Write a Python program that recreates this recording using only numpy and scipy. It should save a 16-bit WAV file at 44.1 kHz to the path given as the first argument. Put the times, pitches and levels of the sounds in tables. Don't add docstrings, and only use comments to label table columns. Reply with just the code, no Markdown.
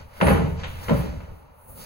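import sys
import numpy as np
from scipy import signal
from scipy.fft import rfft, irfft, next_fast_len
from scipy.io import wavfile
from scipy.ndimage import map_coordinates

SR = 44100
rng = np.random.default_rng(int(sys.argv[2]) if len(sys.argv) > 2 else 0)


def wav_record(signal):
    frames = np.transpose(np.atleast_2d(signal))
    bounded = np.clip(frames, -1, 1)
    quanta = np.round(bounded * 32767).astype(np.int16)
    wavfile.write(sys.argv[1], SR, quanta)


N = 81585
TIME = np.arange(N) / SR


def amp(db):
    return 10 ** (np.asarray(db) / 20)


def unit(x):
    return x / np.sqrt(np.mean(x ** 2) + 1e-20)


def along(points, hz):
    freqs, values = np.transpose(points)
    return np.interp(np.log(hz + 1), np.log(freqs + 1), values)


def fader(rows):
    return amp(np.interp(TIME, *np.transpose(rows)))


def filtered(x, response):
    size = next_fast_len(N + SR // 4)
    return irfft(rfft(x, size) * response(np.fft.rfftfreq(size, 1 / SR)), size)[..., :N]


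def soft(hz, edge_hz):
    return 1 / np.sqrt(1 + (hz / edge_hz) ** 3)


def strike(track, start_s, sound, contact_s=0.000096):
    start = max(round(start_s * SR), 0)
    eased = sound * (1 - np.exp(-(TIME / contact_s) ** 2))
    track[:, start:] += eased[:, :N - start]


# (frequency [Hz], left lead [rad])
LEFT_LEAD = [(0, 0), (25, -.7), (100, 0), (200, 1.2), (310, 3.1), (600, 7.2), (720, 9.4), (880, 12.5),
             (1080, 14.3), (1450, 13.8), (1650, 16.5), (2000, 17.1), (3350, 22), (3650, 22), (3900, 25.1),
             (4650, 25.1), (5050, 28.3), (5600, 28.3), (6000, 31.4), (7100, 31.4), (7550, 28.3),
             (8900, 28.3), (10400, 25.1), (11700, 25.1), (12900, 22), (14100, 22), (15200, 18.9)]
def lead(hz):
    return np.interp(hz, *np.transpose(LEFT_LEAD))


# (frequency [Hz], left-right likeness [0-1])
LIKENESS = [(100, .99), (300, .95), (600, .83), (1000, .78), (1400, .5), (3000, .55), (4300, .8),
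            (6500, .9), (7700, 1), (16000, 1)]
def noise(spectrum):
    def mid_side(hz):
        likeness = along(LIKENESS, hz) * (1 - 0.17 * np.sin(lead(hz)) ** 2)
        angle = np.arccos(np.clip(likeness, 0, 1)) / 2
        return amp(along(spectrum, hz)) * [np.cos(angle), np.sin(angle)]
    mid, side = filtered(rng.standard_normal((2, N)), mid_side)
    return unit(np.array([mid + side, mid - side]))


# (frequency [Hz], relative density [dB])
AIR_SPECTRUM = [(20, -17), (80, 16.5), (300, -15), (550, 5), (900, 4.5), (1350, -0.5), (1600, -8.5),
                (3000, -18), (7000, -74), (16000, -41)]
def air(level_db=-53.5):
    return amp(level_db) * noise(AIR_SPECTRUM)


# (time [s], level [dB])
RUSTLE_LEVELS = [(0, -62.5), (.12, -60), (.18, -48), (.3, -40), (.4, -56), (.46, -60), (.49, -51),
                 (.55, -56), (.64, -80), (.68, -47.5), (.78, -51), (.84, -42.5), (.92, -46.5), (.99, -39),
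                 (1.1, -56.5), (1.29, -63), (1.39, -58.5), (1.49, -70.5), (1.61, -54), (1.67, -51.5),
                 (1.695, -42), (1.74, -45), (1.8, -39.5), (1.85, -44)]
# (frequency [Hz], relative density [dB])
CLOTH_SPECTRUM = [(200, 21.5), (1000, 8), (3000, -9), (5000, -10.5), (7600, -7), (8200, 9.5), (11000, 6),
                  (16000, 9.5)]
def clothes():
    return fader(RUSTLE_LEVELS) * noise(CLOTH_SPECTRUM)


# (time [s], level [dB])
RUB_LEVELS = [(0, -46), (.03, -52), (.08, -60.5), (.18, -46.5), (.5, -71), (.6, -41), (.72, -49.5),
              (.85, -42.5), (1.05, -42), (1.2, -53.5), (1.35, -61.5), (1.7, -70.5), (1.76, -59.5),
              (1.81, -51.5), (1.85, -47.5)]
# (frequency [Hz], relative density [dB])
RUB_SPECTRUM = [(100, -45), (300, -17), (550, 4.5), (1100, -0.5), (2000, -3), (3200, -10), (5000, -12),
                (8000, -21.5), (16000, -42)]
def rubbing():
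    return fader(RUB_LEVELS) * noise(RUB_SPECTRUM)


# (time [s], level [dB])
RUMBLE_LEVELS = [(0, -40.5), (.04, -43), (.1, -55), (.2, -43), (.6, -34.5), (.8, -38.5), (.87, -40.5),
                 (1.2, -36), (1.25, -59.5), (1.32, -34.5), (1.38, -55.5), (1.5, -50.5), (1.58, -88),
                 (1.67, -67), (1.71, -45), (1.76, -56), (1.85, -62)]
# (frequency [Hz], relative density [dB])
RUMBLE_SPECTRUM = [(18, -5), (35, -3), (55, -5.5), (80, 1.5), (110, -8.5), (170, -14.5), (280, -16.5),
                   (600, -36.5), (2000, -74)]
def rumble():
    return fader(RUMBLE_LEVELS) * noise(RUMBLE_SPECTRUM)


BUILD_CYCLES = 0.66
# (frequency [Hz], t60 [s])
ROOM_DECAY = [(50, 1.03), (150, 0.55), (500, 0.64), (1500, 0.59), (4000, 0.68), (8000, 0.98), (16000, .3)]
def room_tail(x):
    hz, t, bands = signal.stft(x, SR, nperseg=512)
    decay = amp(-60 * t / along(ROOM_DECAY, hz)[:, None])
    build = 1 - np.exp(-(t + 0.0031) * (hz[:, None] + 20) / BUILD_CYCLES)
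    return signal.istft(bands * decay * build, SR, nperseg=512)[1][:, :N]


# (time [s], level [dB], dull above [Hz], room send [dB])
FRAME_CONTACTS = [(0.204, -25, 1500, -22), (.212, -16.5, 4500, -15), (.214, -15.5, 3280, -13.5)]
# (frequency [Hz], relative density [dB])
CLACK_SPECTRUM = [(100, -32), (400, 1), (800, 4), (1500, 0.5), (2100, 0), (2900, -4.5), (3700, -18),
                  (4500, -16.5), (7500, -35), (10500, -32), (16000, -38)]
def frame_clacks(t60_s=0.051):
    out = np.zeros((2, N))
    for start_s, db, edge_hz, room_db in FRAME_CONTACTS:
        crack, echo = (filtered(noise(CLACK_SPECTRUM), lambda hz: soft(hz, edge_hz)) for _ in range(2))
        direct = crack * amp(-60 * TIME / t60_s)
        strike(out, start_s, amp(db) * (direct + amp(room_db) * room_tail(echo)))
    return out


def mode_ring(hz, db, t60_s, wander_rad=0.45, wanders_per_s=22.1):
    wander = map_coordinates(rng.standard_normal(200), [TIME * wanders_per_s], mode="mirror")
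    envelope = amp(db - 60 * TIME / t60_s) * (1 - np.exp(-TIME * hz / BUILD_CYCLES))
    return envelope * np.sin(2 * np.pi * hz * TIME + wander_rad * wander)


# (frequency [Hz], relative level [dB], t60 [s])
CUBICLE_MODES = [(40, -21, 0.73), (61.2, -4, 0.93), (81.63, -0.5, 1.25), (130.5, -10, 1.08),
                 (151.9, -2.5, 0.73), (173.2, -2.5, 0.64), (188, -5.5, 0.66), (238, 2, 0.28),
                 (304.2, 2.5, 0.84), (299, -3.5, 0.47)]
# (frequency [Hz], relative level [dB], t60 [s])
PANEL_MODES = [(405, -14.5, 0.96), (455.6, -10.5, 0.74), (497, -5, 0.28), (567, -1.5, 0.2),
               (640, -1.5, 0.24), (671, -17, 1), (805, -7.5, 0.57), (918, -20.5, 0.97), (906, -12.5, 0.61),
               (983, -11.5, 0.51), (1023, -27, 0.56), (1308, -19, 0.23), (1334, -14.5, 0.51),
               (1620, -24, 0.38)]
# (frequency [Hz], relative density [dB])
WOOD_SPECTRUM = [(20, -47), (38, -8), (80, -3.5), (170, 0.5), (280, -6), (480, -9.5), (700, -10),
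                 (900, -15.5), (1300, -14.5), (2200, -17.5), (3200, -22.5), (5000, -30), (8000, -29),
                 (16000, -49)]
# (time [s], level [dB], dull above [Hz], boom gain [dB], favoured pitch [Hz], knock gain [dB])
DOOR_BLOWS = [(.215, -24.5, 3250, 0, 816, 1), (.226, -17, 1210, -4, 462, 4),
              (0.268, -21, 2680, 3, 523, 10.5), (.283, -18, 2140, 1, 830, 8.5),
              (.307, -23, 1860, 6.5, 447, 8), (.348, -27, 710, 4.5, 430, 2),
              (0.393, -34, 1270, 4.5, 840, 4), (0.446, -40.5, 500, 4, 420, 13),
              (.883, -34, 2450, 4.5, 624, 16), (.894, -25.5, 2670, -6.5, 1000, 9),
              (.908, -22.5, 940, 3, 580, 10), (.926, -25, 503, 3, 141, 10),
              (1.136, -39.5, 310, 5.5, 567, 6), (1.204, -41, 1964, -18, 555.8, 9.5),
              (1.279, -32.5, 302, -26, 179, -3)]
def door_thumps(modes_db=-5.5, knock_t60_s=0.049, boom_edge_hz=220, favour_db=7, favour_octaves=0.079):
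    out = np.zeros((2, N))
    modes = CUBICLE_MODES + PANEL_MODES
    mode_hz = np.array(modes)[:, 0]
    peaks = rng.standard_normal(2000)
    rings = np.array([mode_ring(*mode) for mode in modes])

    def ripple(hz, depth_db=2.5, spacing_hz=22.23):
        heights = np.interp(hz / spacing_hz, np.arange(len(peaks)), peaks)
        return amp(depth_db * heights * (1 - soft(hz, 590)))

    for start_s, db, edge_hz, boom_db, favoured_hz, knock_db in DOOR_BLOWS:
        def colour(hz):
            nearness = np.exp(-(np.log2((hz + 1) / favoured_hz) / favour_octaves) ** 2)
            return soft(hz, edge_hz) * amp(boom_db * soft(hz, boom_edge_hz) + favour_db * nearness)
        mode_gains = colour(mode_hz) * amp(modes_db + rng.normal(0, 1.8, len(modes)))
        wood = filtered(noise(WOOD_SPECTRUM), lambda hz: colour(hz) * ripple(hz))
        knock = wood * amp(knock_db - 60 * TIME / knock_t60_s) * (1 - np.exp(-TIME / 0.00096))
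        tail = room_tail(wood[:, ::-1])
        strike(out, start_s, amp(db) * (mode_gains @ rings + knock + tail))
    return out


# (peak time [s], level [dB], pitch [Hz])
EDGE_SQUEALS = [(.262, -37, 9710), (0.304, -42, 11170)]
def edge_scrape(rise_s=0.034, t60_s=0.36, half_width_hz=880):
    out = np.zeros(N)
    for peak_s, db, pitch_hz in EDGE_SQUEALS:
        t = TIME - peak_s
        swell = np.exp(-(np.minimum(t, 0) / rise_s) ** 2)
        decay = amp(-60 * np.maximum(t, 0) / t60_s)
        grain = filtered(rng.standard_normal(N), lambda hz: soft(hz, half_width_hz) ** 2)
        out += amp(db) * swell * decay * unit(grain * np.sin(2 * np.pi * pitch_hz * t))
    return out


# (peak time [s], level [dB], half length [s])
SLEEVE_BRUSHES = [(0.614, -74, 0.015), (0.84, -46.5, 0.01), (1.824, -48.5, 0.046)]
# (frequency [Hz], relative density [dB])
SLEEVE_SPECTRUM = [(300, -18), (1500, -19), (3200, -8), (4600, -1), (6000, -5), (8000, -5.5), (16000, -15)]
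def sleeve():
    strokes = sum(amp(db) * np.exp(-((TIME - peak_s) / half_s) ** 2)
                  for peak_s, db, half_s in SLEEVE_BRUSHES)
    return strokes * noise(SLEEVE_SPECTRUM)


# (time [s], level [dB])
TICKS = [(.635, -30.5), (.642, -31)]
# (frequency [Hz], relative density [dB])
LATCH_SPECTRUM = [(200, -1), (600, 1.5), (1150, 2), (1800, 1), (2900, -0.5), (3700, -4), (5000, -18),
                  (8000, -20.5), (10000, -37), (16000, -37)]
def latch(t60_s=0.074, room_db=-9):
    out = np.zeros((2, N))
    for start_s, db in TICKS:
        tick = noise(LATCH_SPECTRUM) * amp(-60 * TIME / t60_s)
        tail = amp(room_db) * room_tail(noise(LATCH_SPECTRUM))
        strike(out, start_s, amp(db) * (tick + tail))
    return out


def scene():
    door = door_thumps() + frame_clacks() + latch() + edge_scrape()
    movement = sleeve() + clothes() + rubbing() + rumble()
    return door + movement + air()


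def record(dry):
    top_hz = 15800
    return filtered(dry, lambda hz: np.exp(.5j * np.outer([1, -1], lead(hz))) * (hz < top_hz))


dry = scene()
out = record(dry)
wav_record(out)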